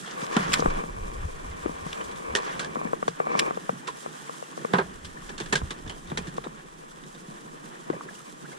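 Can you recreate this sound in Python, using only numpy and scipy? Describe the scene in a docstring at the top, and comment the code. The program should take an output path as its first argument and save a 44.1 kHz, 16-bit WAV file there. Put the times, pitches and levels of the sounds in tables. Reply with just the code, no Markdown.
"""Low lapping and a hiss of foam come first, then hard thumps and slaps of water on the hull of a drifting boat.
Open sea, close at hand, at a small worn camera: filtered noise laps and fizzes, decaying tones thump and bubble.
Sleeves rub and gear knocks through the strap, both grains and blows; the reel snaps; wind noise rumbles low.
Two microphone ports give a sum (mid) and a difference (side) that depend on the path of each sound."""
import sys
import numpy as np
from scipy import signal
from scipy.fft import irfft
from scipy.io import wavfile
from scipy.ndimage import uniform_filter1d

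SR = 44100
rng = np.random.default_rng(int(sys.argv[2]) if len(sys.argv) > 2 else 0)


def master(y):
    """Save y as 16-bit WAV."""
    cut = np.clip(np.atleast_2d(y).T, -1, 1)
    pcm = np.round(cut * 32767)  # scale
    wavfile.write(sys.argv[1], SR, pcm.astype(np.int16))


N = 378378


def gain_of(db):
    """Amplitude factor of a level in dB."""
    return 10 ** (np.asarray(db) / 20)


def evened(x):
    """The signal scaled to an RMS of one."""
    return x / np.sqrt(np.mean(x ** 2) + 1e-20)


def curve(table, column):
    """One column of a table as a gain for every sample."""
    rows = np.array(table)
    return gain_of(np.interp(np.arange(N) / SR, rows[:, 0], rows[:, column]))


def band(x, lo_hz, hi_hz):
    """The part of a signal between two frequencies, with gentle slopes."""
    sections = signal.butter(N=2, Wn=[lo_hz, hi_hz], btype="band", fs=SR, output="sos")
    return signal.sosfilt(sections, x)


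def flicker(width_s, depth_db):
    """Random level changes that last about width_s."""
    size = max(int(width_s * SR), 1)
    smooth = uniform_filter1d(uniform_filter1d(rng.standard_normal(N), size), size)
    return gain_of(depth_db * evened(smooth))


def grains(spread_db, per_s):
    """Two trains of tiny impacts, a few large: the same moments, but unrelated signs and strengths."""
    hits = rng.random(N) < per_s / SR
    size = gain_of(spread_db * np.minimum(rng.exponential(1, N), 4)) * hits
    return evened(size * rng.standard_normal((2, N)))


def drips(spread_db, per_s):
    """Scattered 9 ms droplets that rise in pitch; per_s at each of ten pitches, alike in both rows."""
    out, u = np.zeros((2, N)), np.linspace(0, 1, 400)
    for hz in np.geomspace(500, 4200, num=10):
        hits = rng.random(N) < per_s / SR
        size = gain_of(spread_db * np.minimum(rng.exponential(1, N), 3)) * hits
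        cycles = hz * len(u) / SR * (u + 0.11 * u ** 2)
        drop = np.sin(2 * np.pi * cycles) * np.sin(np.pi * np.sqrt(u))
        out += signal.oaconvolve(size, drop)[:N]
    return evened(out)


def humps(start, length, db, ease_s):
    """Envelope of sounds that ease in, hold and ease out; their powers add."""
    t = np.arange(0, N / SR, .002)
    power = np.zeros(len(t))
    for s, n, level_db in zip(start, length, db):
        ease = np.clip(np.minimum(t - s, s + n - t) / ease_s + .5, 0, 1)
        power += gain_of(2 * level_db) * ease ** 2
    return np.interp(np.arange(N) / SR, t, np.sqrt(power))


def decays(s, db, t60, rise_s):
    """Envelope of many events, each a quick rise and an exponential fall, 6.8 ms longer than t60."""
    out, t = np.zeros(N + SR), np.arange(SR // 3) / SR
    for start, level_db, fall in zip(s, db, np.abs(t60) + 0.0068):
        at = round(start * SR)
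        out[at:at + len(t)] += gain_of(level_db - 60 * t / fall) * (1 - np.exp(-t / rise_s))
    return out[:N]


def ports(drive, colour, path, skirt_db=30, focus=0.93):
    """Colours drive[0] causally as the mid; the side mixes it with the unrelated drive[1].

    skirt_db is the fall per octave outside the colour table; focus scales the likeness."""
    octave = np.log2(np.abs(np.fft.fftfreq(4096, 1 / SR)) + 1)
    f, *levels = np.transpose(colour)
    outside = skirt_db * np.abs(octave - np.clip(octave, np.log2(f[0]), np.log2(f[-1])))
    mid, side = (gain_of(np.maximum(np.interp(octave, np.log2(f), db) - outside, -100)) for db in levels)
    f, *relation = np.transpose(path)
    lead, like = (np.interp(octave, np.log2(f), column) for column in relation)
    like = np.clip(focus * like, 0, 1)
    # minimum phase of the mid, shared by all three filters
    turn = np.exp(-1j * signal.hilbert(np.log(mid)).imag)
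    spectra = np.array([mid, side * like * np.exp(1j * lead), side * np.sqrt(1 - like ** 2)]) * turn
    # 256 samples of room let the side lead the mid
    taps = np.roll(irfft(spectra[:, :2049]), 256, axis=1)
    taps /= np.linalg.norm(taps[0])
    mid, alike, apart = signal.oaconvolve(drive[[0, 0, 1]], taps, axes=1)[:, 256:256 + N]
    return np.array([mid + alike + apart, mid - alike - apart])


# Slow state of the sea around the boat, before the colour of the ports.
# Each row: time in seconds, lapping in dB, wash in dB.
SEA_STATE = [(0, -45, -45.5), (.3, -48.5, -51.5), (.55, -37, -41.5), (.85, -44.5, -49.5),
             (1.6, -48.5, -47.5), (2.4, -48, -48), (2.65, -43.5, -48.5), (3.35, -42.5, -49.5),
             (3.6, -46.5, -47.5), (4.45, -48, -48), (4.7, -42, -46.5), (5.0, -50, -50.5),
             (5.4, -43.5, -47.5), (5.95, -48, -50.5), (6.28, -41, -48.5), (6.7, -50, -53), (7.5, -47, -51),
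             (8.58, -48, -49)]
# Surges of spray along the hull, before filters and colour.
# Each row: start in seconds, length in seconds, wash in dB, fizz in dB.
SPRAY_SURGES = [(0.01, 0.18, -39, -43), (0.156, 0.14, -38, -36.5), (0.292, 0.32, -32, -41),
                (0.686, .13, -36, -55), (1.822, 0.37, -43.5, -46.5), (2.44, 0.13, -32, -43.5),
                (3.313, 0.21, -39.5, -45.5), (3.94, 0.51, -56, -41.5), (4.53, .08, -41, -52),
                (5.24, 0.05, -46, -41), (8.101, 0.099, -52, -41)]
# Colour of the sea at the microphone ports.
# Each row: frequency in Hz, relative mid level in dB, relative side level in dB.
SEA_COLOUR = [(112, -18.5, -25), (147.5, 5.5, 0.5), (268, -2, -4.5), (352, -1, -9.5), (588, -13, -8),
              (1010, -11, -2), (1806, -8, -6.5), (2250, -18, -16), (3300, -13.5, -19), (4420, -25, -26.5),
              (6960, -25.5, -25), (7300, -24, -24.5), (9630, -28, -28.5), (11500, -36, -36),
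              (15400, -43, -43)]
# How the side follows the mid for sound through the air, before focus scales the likeness.
# Each row: frequency in Hz, lead of the side in radians, likeness from 0 to 1.
AIR_PATH = [(150, -3.1, .4), (400, -2.7, .7), (900, -2.9, .8), (1250, -3.5, .6), (1700, -4.7, .8),
            (2400, -7.9, .6), (3500, -9.3, .6), (4600, -9.4, .2), (7500, -9.5, .9), (14000, -9.5, .6)]


def sea():
    """Lumpy low lapping, a wash with droplets, spluttering surges and fizzing foam come by air."""
    surge_ease_s, fizz_over_wash_db = 0.11, 5.5
    noise = rng.standard_normal((3, 2, N))
    lapping = curve(SEA_STATE, column=1) * flicker(.03, 2.6) * band(noise[0], 99, 595)

    s, length, wash_db, fizz_db = np.transpose(SPRAY_SURGES)
    calm = curve(SEA_STATE, column=2)
    surge = humps(s, length, wash_db, surge_ease_s)
    puffs = flicker(.04, 1.6) * band(noise[1], 580, 4250)
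    wash = np.hypot(calm, gain_of(-4.0) * surge) * puffs
    wash += 0.093 * calm * drips(8.8, 4)
    trickle = gain_of(-20) * drips(6.8, 40)
    splutter = gain_of(-4) * flicker(0.031, 7.1) * band(grains(2.6, 2500), 4150, 6800)
    wash += surge * (trickle + splutter)

    foam = noise[2] + 0.63 * grains(3.9, 2500)
    bursting = np.hypot(gain_of(fizz_over_wash_db) * calm, humps(s, length, fizz_db, surge_ease_s))
    fizz = bursting * flicker(0.021, 1.7) * band(foam, 4570, 12700)
    return ports(lapping + wash + fizz, SEA_COLOUR, AIR_PATH, skirt_db=41.0, focus=0.71)


# Low thumps of the hull under the camera.
# Each row: start in seconds, level before rise and filters in dB, settled pitch in Hz, left over right in dB.
HULL_THUMPS = [(0.226, -18.5, 189, 3), (0.365, 1.9, 203, -1.1), (0.492, -15, 200, 2),
               (0.592, -15.5, 230, 12), (0.622, -24, 200, 0), (0.656, -10, 306, 8), (0.836, -23, 250, 3),
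               (1.657, -17.5, 313, 27), (1.692, -34, 270, 42), (1.861, -21, 170, 19), (2.767, -19, 250, 6),
               (2.851, -16.5, 204, 17), (3.082, -17, 159, -5), (3.478, -22.5, 340, 23),
               (3.694, -20, 171, -16), (3.728, -20.5, 220, 0), (4.736, -3, 166, -1), (4.781, -11, 178, 1),
               (5.406, -16, 330, -3), (5.526, -8.5, 201, -1.5), (5.615, -24, 175, -18),
               (5.707, -23, 266, 0), (5.863, -23, 160, 0), (6.119, -14.5, 151, 9), (6.185, -21, 199, -1.1),
               (6.278, -16.5, 150, 0), (6.463, -18.5, 330, 6), (7.283, -24, 175, 1), (7.8995, -11, 320, 17)]


def thumps():
    """The hull swings for a few cycles, its pitch sagging at the onset, and rumbles on."""
    swing_t60_s, rumble_db, rumble_t60_s = 0.023, -18.5, 0.23
    out, t = np.zeros((2, N + SR)), np.arange(SR // 8) / SR
    for s, db, hz, pan_db in HULL_THUMPS:
        swing = np.sin(2 * np.pi * hz * (t + 0.00078 * (1 - np.exp(-t / 0.0014))))
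        shape = gain_of(db - 60 * t / swing_t60_s) * (1 - np.exp(-t / 0.0015)) ** 2
        pan = gain_of([[pan_db / 2], [-pan_db / 2]])
        out[:, round(s * SR):][:, :len(t)] += pan * shape * swing
    s, db, _, _ = np.transpose(HULL_THUMPS)
    rumble = evened(band(rng.standard_normal(N), 135.3, 187))
    tail = decays(s, db + rumble_db, rumble_t60_s + 0 * s, 0.0014) * rumble
    # the thumps have little below about 120 Hz
    return band(band(out[:, :N] + tail, 122, 2000), 120, 2200)


# Slaps of water close to the camera; brightness trades body for sizzle.
# Each row: start in seconds, level before filters in dB, brightness in dB, ring in Hz, nominal t60 in seconds.
WATER_SLAPS = [(0.06, -30.5, -0.5, 3250, 0.2), (0.215, -34, 3, 3640, 0.12), (0.365, -7.5, -5, 1350, 0.036),
               (0.6998, -32, 1.5, 1540, 0.065), (1.512, -35, -1, 2000, 0.04), (2.01, -29, -5, 2880, 0.05),
               (2.113, -38.5, 6, 3920, 0.046), (2.157, -34, -2, 3400, 0.079),
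               (2.3509, -11, -0.5, 1790, 0.13), (2.593, -21, 0.5, 1560, 0.16), (2.626, -34, -6, 1510, 0.12),
               (2.645, -28.5, 0, 1650, 0.077), (3.0782, -32, 9, 1640, 0.078), (3.871, -27.5, 0, 3060, 0.11),
               (3.877, -23, -3, 1250, 0.043), (3.884, -27, -5.5, 990, 0.056),
               (4.7346, -10.5, -11, 1490, 0.092), (4.7836, -14, -11, 1510, 0.085),
               (5.046, -44, 17, 1670, 0.11), (5.292, -27, -3, 1650, 0.08), (5.3787, -30.5, 5, 1630, 0.12),
               (5.401, -21, -1.5, 3360, 0.1), (5.4584, -39, 8.5, 1720, 0.085), (5.525, -8, -2, 1740, 0.084),
               (5.554, -17.5, 2, 1580, 0.13), (5.706, -20, -0.8, 3700, 0.083),
               (5.7867, -37, 0, 1200, 0.041), (5.862, -35, -7, 1670, 0.075), (5.876, -33, 0, 3300, 0.083),
               (5.896, -26, -3.5, 2970, 0.14), (6.072, -40, 3, 3540, 0.095), (6.099, -31, -5, 3500, 0.076),
               (6.116, -33, -10, 2200, 0.05), (6.173, -14, -1, 2400, 0.077), (6.2696, -37, 3.5, 1760, 0.15),
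               (6.366, -47.5, 15, 3500, 0.1), (6.4389, -28.5, -7, 3570, 0.088),
               (7.0355, -39.5, 0, 3660, 0.084), (7.148, -36.5, -6, 3550, 0.06), (7.9, -31, -7, 1500, 0.04),
               (7.929, -44, -5, 1800, 0.053), (8.516, -38, -5, 1520, 0.1), (8.527, -36, -4, 1990, 0.055)]
# Colour of a splash at the microphone ports.
# Each row: frequency in Hz, relative mid level in dB, relative side level in dB.
SPLASH_COLOUR = [(149, 17, -18), (265, -0.5, -20), (402, 8.5, -7), (640, -7, -1.5), (1060, -0.5, 3),
                 (1280, -3, 2), (1650, -5, -6), (2260, -14.5, -10), (2800, -13, -15.5), (3480, -12, -22),
                 (3990, -17.5, -25), (6800, -25, -23), (7750, -24.5, -24), (9570, -31, -31),
                 (14000, -49, -45)]


def slaps():
    """A crack, then a burst of droplets; air pockets ring, purer in quiet slaps, and the body lingers."""
    body_db, sizzle_db = -8, 6.5  # against the slap, at zero brightness
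    s, db, bright_db, ring_hz, t60 = np.transpose(WATER_SLAPS)
    spray = grains(0.1, 6000)
    crack = decays(s, db - 19.0, 0.084 * t60, 0.00049)
    smack = (decays(s, db, t60, 0.00031) + crack) * spray
    body = decays(s, db + body_db - bright_db, 1.23 * t60, .0022) * band(spray, 476, 2400)
    sizzle = decays(s, db + sizzle_db + bright_db, 0.83 * t60, 0.00063) * band(spray, 3220, 10400)
    rung, starts = np.zeros((2, N)), np.round(s * SR).astype(int)
    # each ring lasts at most until the next slap
    for at, end, hz, level_db in zip(starts, [*starts[1:], N], ring_hz, db):
        purity = gain_of(-2.5 - .22 * level_db)
        rung[:, at:end] = purity * band(smack[:, at:end], hz / 1.01, hz * 1.12)
    return ports(body + band(smack, 1660, 4760) + rung + sizzle, SPLASH_COLOUR, AIR_PATH, focus=0.84)


# Dull knocks of gear, reaching the housing through its strap.
# Each row: time in seconds (the blow falls 3 ms later), level before filters in dB.
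GEAR_KNOCKS = [(0.593, -9), (0.621, -5.5), (0.657, 0.5), (0.836, -14.5), (1.658, -10.5), (1.692, -17),
               (1.863, -16.5), (2.754, -9.5), (2.764, -11.5), (2.812, -12.5), (2.85, -16), (2.93, -4.5),
               (3.025, -5), (3.078, -2.5), (3.199, -2), (3.267, -9), (3.35, -7), (3.479, -16.5),
               (3.506, -7), (3.571, -13), (3.691, -3.5), (4.059, -14), (4.292, -15.5), (4.423, -16.5),
               (4.574, -16.5), (4.646, -6), (5.614, -15), (6.115, -13.5), (6.379, -9.5), (6.467, -17.5),
               (7.8979, -8)]
# Colour of the strap at the microphone ports.
# Each row: frequency in Hz, relative mid level in dB, relative side level in dB.
STRAP_COLOUR = [(221, 4.5, 2.5), (394, 3, 13), (463, 11, 17.5), (570, 2.5, 10.5), (880, -9.5, 13),
                (1020, 6.5, 15), (1172, 6.5, 15), (1450, -14, 1), (1510, -5, 8), (2100, -14, -5.5),
                (2300, -1, 8), (2690, -12, -8), (3200, -21, -50), (3940, -20, -47)]
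# How the side follows the mid for sound through the strap, before focus scales the likeness.
# Each row: frequency in Hz, lead of the side in radians, likeness from 0 to 1.
STRAP_PATH = [(250, .6, .5), (470, 0, .9), (800, -.4, .8), (1000, -1.9, .7), (1170, -1.6, .8),
              (1400, -1, .5), (2400, -1.6, .8), (3400, -2.8, .5)]


def knocks():
    """A soft blow, a quick rebound and a brief scuff ring the housing; the blow pushes both ports alike."""
    s, db = np.transpose(GEAR_KNOCKS)
    blows = np.zeros(N)
    blows[np.round((s + .003) * SR).astype(int)] = gain_of(db)
    blows += 0.43 * np.roll(blows, round(0.00147 * SR))  # rebound
    scuff = decays(s + 0.0018, db - 19, 0.016 + 0 * s, 0.001) * rng.standard_normal((2, N))
    push = gain_of(5) * band(band(blows, 140, 1100), 140, 2600)
    ringing = band(band(blows + scuff, 172, 1450), 143, 6500)
    return push + ports(ringing, STRAP_COLOUR, STRAP_PATH, skirt_db=2.0, focus=1.35)


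# Deep boom of the hull after a knock.
# Each row: start in seconds, level before the rise in dB, pitch in Hz, t60 in seconds.
HULL_BOOMS = [(0.672, -17, 21, 0.33)]


def booms():
    """A slow, deep swing of the hull that dies within a few cycles, the same at both ports."""
    out, t = np.zeros(N), np.arange(SR // 2) / SR
    for s, db, hz, t60 in HULL_BOOMS:
        shape = gain_of(db - 60 * t / t60) * (1 - np.exp(-t / 0.0086))
        out[round(s * SR):][:len(t)] += shape * np.sin(2 * np.pi * hz * t)
    return out


# Strokes of the angler's sleeves on the strap, before flicker and colour.
# Each row: start in seconds, length in seconds, level in dB.
SLEEVE_STROKES = [(0.172, 0.65, -42), (0.786, 1.33, -50), (1.936, 1.01, -48), (2.327, 0.1, -39),
                  (3.257, 0.22, -36), (3.5, 0.66, -58), (7.866, 0.19, -52)]


def sleeves():
    """Cloth dragging over the strap: dense grains in uneven strokes."""
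    stroke_ease_s, resting_db = 0.21, -59.5
    pressure = np.hypot(gain_of(resting_db), humps(*np.transpose(SLEEVE_STROKES), stroke_ease_s))
    rub = pressure * flicker(0.024, 2.34) * grains(2.4, 4000)
    return ports(rub, STRAP_COLOUR, STRAP_PATH, skirt_db=19.0)


# Snaps and ticks of the reel, heard through the air.
# Each row: time in seconds (the click falls 0.6 ms later), click in dB and rasp in dB before the colour,
# nominal rasp t60 in seconds.
REEL_SNAPS = [(0.266, -17, -39, .004), (0.52, -30, -31, 0.046), (0.532, -16, -21.5, 0.05),
              (0.542, -20, -40, 0.0085), (1.9295, -13.5, -30.5, 0.0041), (0.538, -1, -12, 0.008),
              (3.3946, -2, -17, 0.0092), (2.748, -28, -40, 0.0037), (3.391, -22, -17.5, 0.012),
              (3.398, -13, -46, 0.0083), (3.545, -33, -40, .004)]
# Colour of the reel at the microphone ports.
# Each row: frequency in Hz, relative mid level in dB, relative side level in dB.
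REEL_COLOUR = [(1000, -13, -8), (1550, -1.5, -4), (2010, -3, -3), (2640, -1, -4), (3580, 0.5, -10),
               (4530, -11, -9), (5420, -3.5, -12), (6500, -23.5, -9), (7070, -6.5, -8), (8500, -13.5, -13),
               (12700, -28.5, -29), (15000, -39, -36)]


def reel():
    """Hard little snaps of the mechanism: a click, a short rasp and a faint rattle behind."""
    s, click_db, rasp_db, t60 = np.transpose(REEL_SNAPS)
    clicks = np.zeros(N)
    clicks[np.round((s + .0006) * SR).astype(int)] = gain_of(click_db)
    rasp = decays(s, rasp_db, t60, .0003)
    rattle = decays(s, rasp_db - 12.5, 0.044 + 0 * s, 0.00048)
    snaps = clicks + (rasp + rattle) * rng.standard_normal((2, N))
    return ports(snaps, REEL_COLOUR, AIR_PATH, skirt_db=12, focus=.9)


# Bubbles in the water by the boat.
# Each row: start in seconds, level before wobble and pan in dB, starting pitch in Hz, rise in octaves,
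# length in seconds.
AIR_BUBBLES = [(7.931, -34, 650, -0.86, 0.029), (7.965, -32, 380, 0, 0.01), (7.948, -48, 1600, .1, 0.011),
               (8.06, -39.5, 320, 0.64, 0.016), (8.009, -32, 1120, 0.15, 0.0079),
               (8.088, -37.5, 1670, 0.045, .011), (8.446, -41, 1250, .7, .024), (8.2, -42, 1230, .1, 0.013),
               (7.931, -41, 1900, .1, .006)]


def bubbles():
    """Short gliding tones of trapped air, roughened by the churning water, each with a small spatter."""
    out = np.zeros(N)
    for s, db, hz, rise, length in AIR_BUBBLES:
        u = np.linspace(0, 1, round(length * SR))
        tone = np.sin(2 * np.pi * np.cumsum(hz * 2 ** (rise * u)) / SR)
        out[round(s * SR):][:len(u)] += gain_of(db) * np.sin(np.pi * u ** 0.58) * tone
    wobble = evened(flicker(.001, 3.5))
    s, db = np.transpose(AIR_BUBBLES)[:2]
    spatter = decays(s, db - 8, 0.049 + 0 * s, .003) * band(grains(2, 3300), 500, 2300)
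    pan = gain_of([[-1.5], [1.5]])
    return wobble * out * pan + spatter[0] + .4 * spatter


# Wind at the microphone ports, the rumble before its flicker.
# Each row: time in seconds, deep buffeting in dB, rumble in dB.
WIND_LEVELS = [(0, -74, -80), (0.32, -64, -73), (0.42, -52, -51), (0.7, -40, -42), (0.86, -45, -48),
               (1.05, -34, -48), (1.45, -41, -49), (1.7, -55, -52), (2.5, -61, -62), (3.5, -68, -69),
               (3.6, -74, -79), (4.66, -80, -78), (4.8, -63, -54), (5.35, -48, -53), (5.95, -50, -55),
               (6.15, -55, -48), (6.55, -57, -65), (7.1, -62, -74), (8.58, -72, -82)]


def wind():
    """Slow pressure lumps, nearly the same at both ports."""
    noise = rng.standard_normal((2, 2, N))
    deep = curve(WIND_LEVELS, column=1) * evened(band(band(noise[0], 12.4, 40), 12.4, 40))
    rumble = curve(WIND_LEVELS, column=2) * flicker(0.053, 7.0) * evened(band(noise[1], 48.0, 97.0))
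    low = deep + rumble
    return low[0] + gain_of(-15) * low[1] * [[1], [-1]]


def scene():
    """Everything that reaches the two ports."""
    water_and_hull = sea() + thumps() + slaps() + booms() + bubbles()
    return water_and_hull + knocks() + sleeves() + reel() + wind()


def record(dry):
    """The band limit of the recorder: a steep low-pass."""
    edge_hz = 16200
    lowpass = signal.firwin(511, edge_hz, window=("kaiser", 9), fs=SR)
    return signal.oaconvolve(dry, lowpass[None], "same")


dry = scene()
out = record(dry)
master(out)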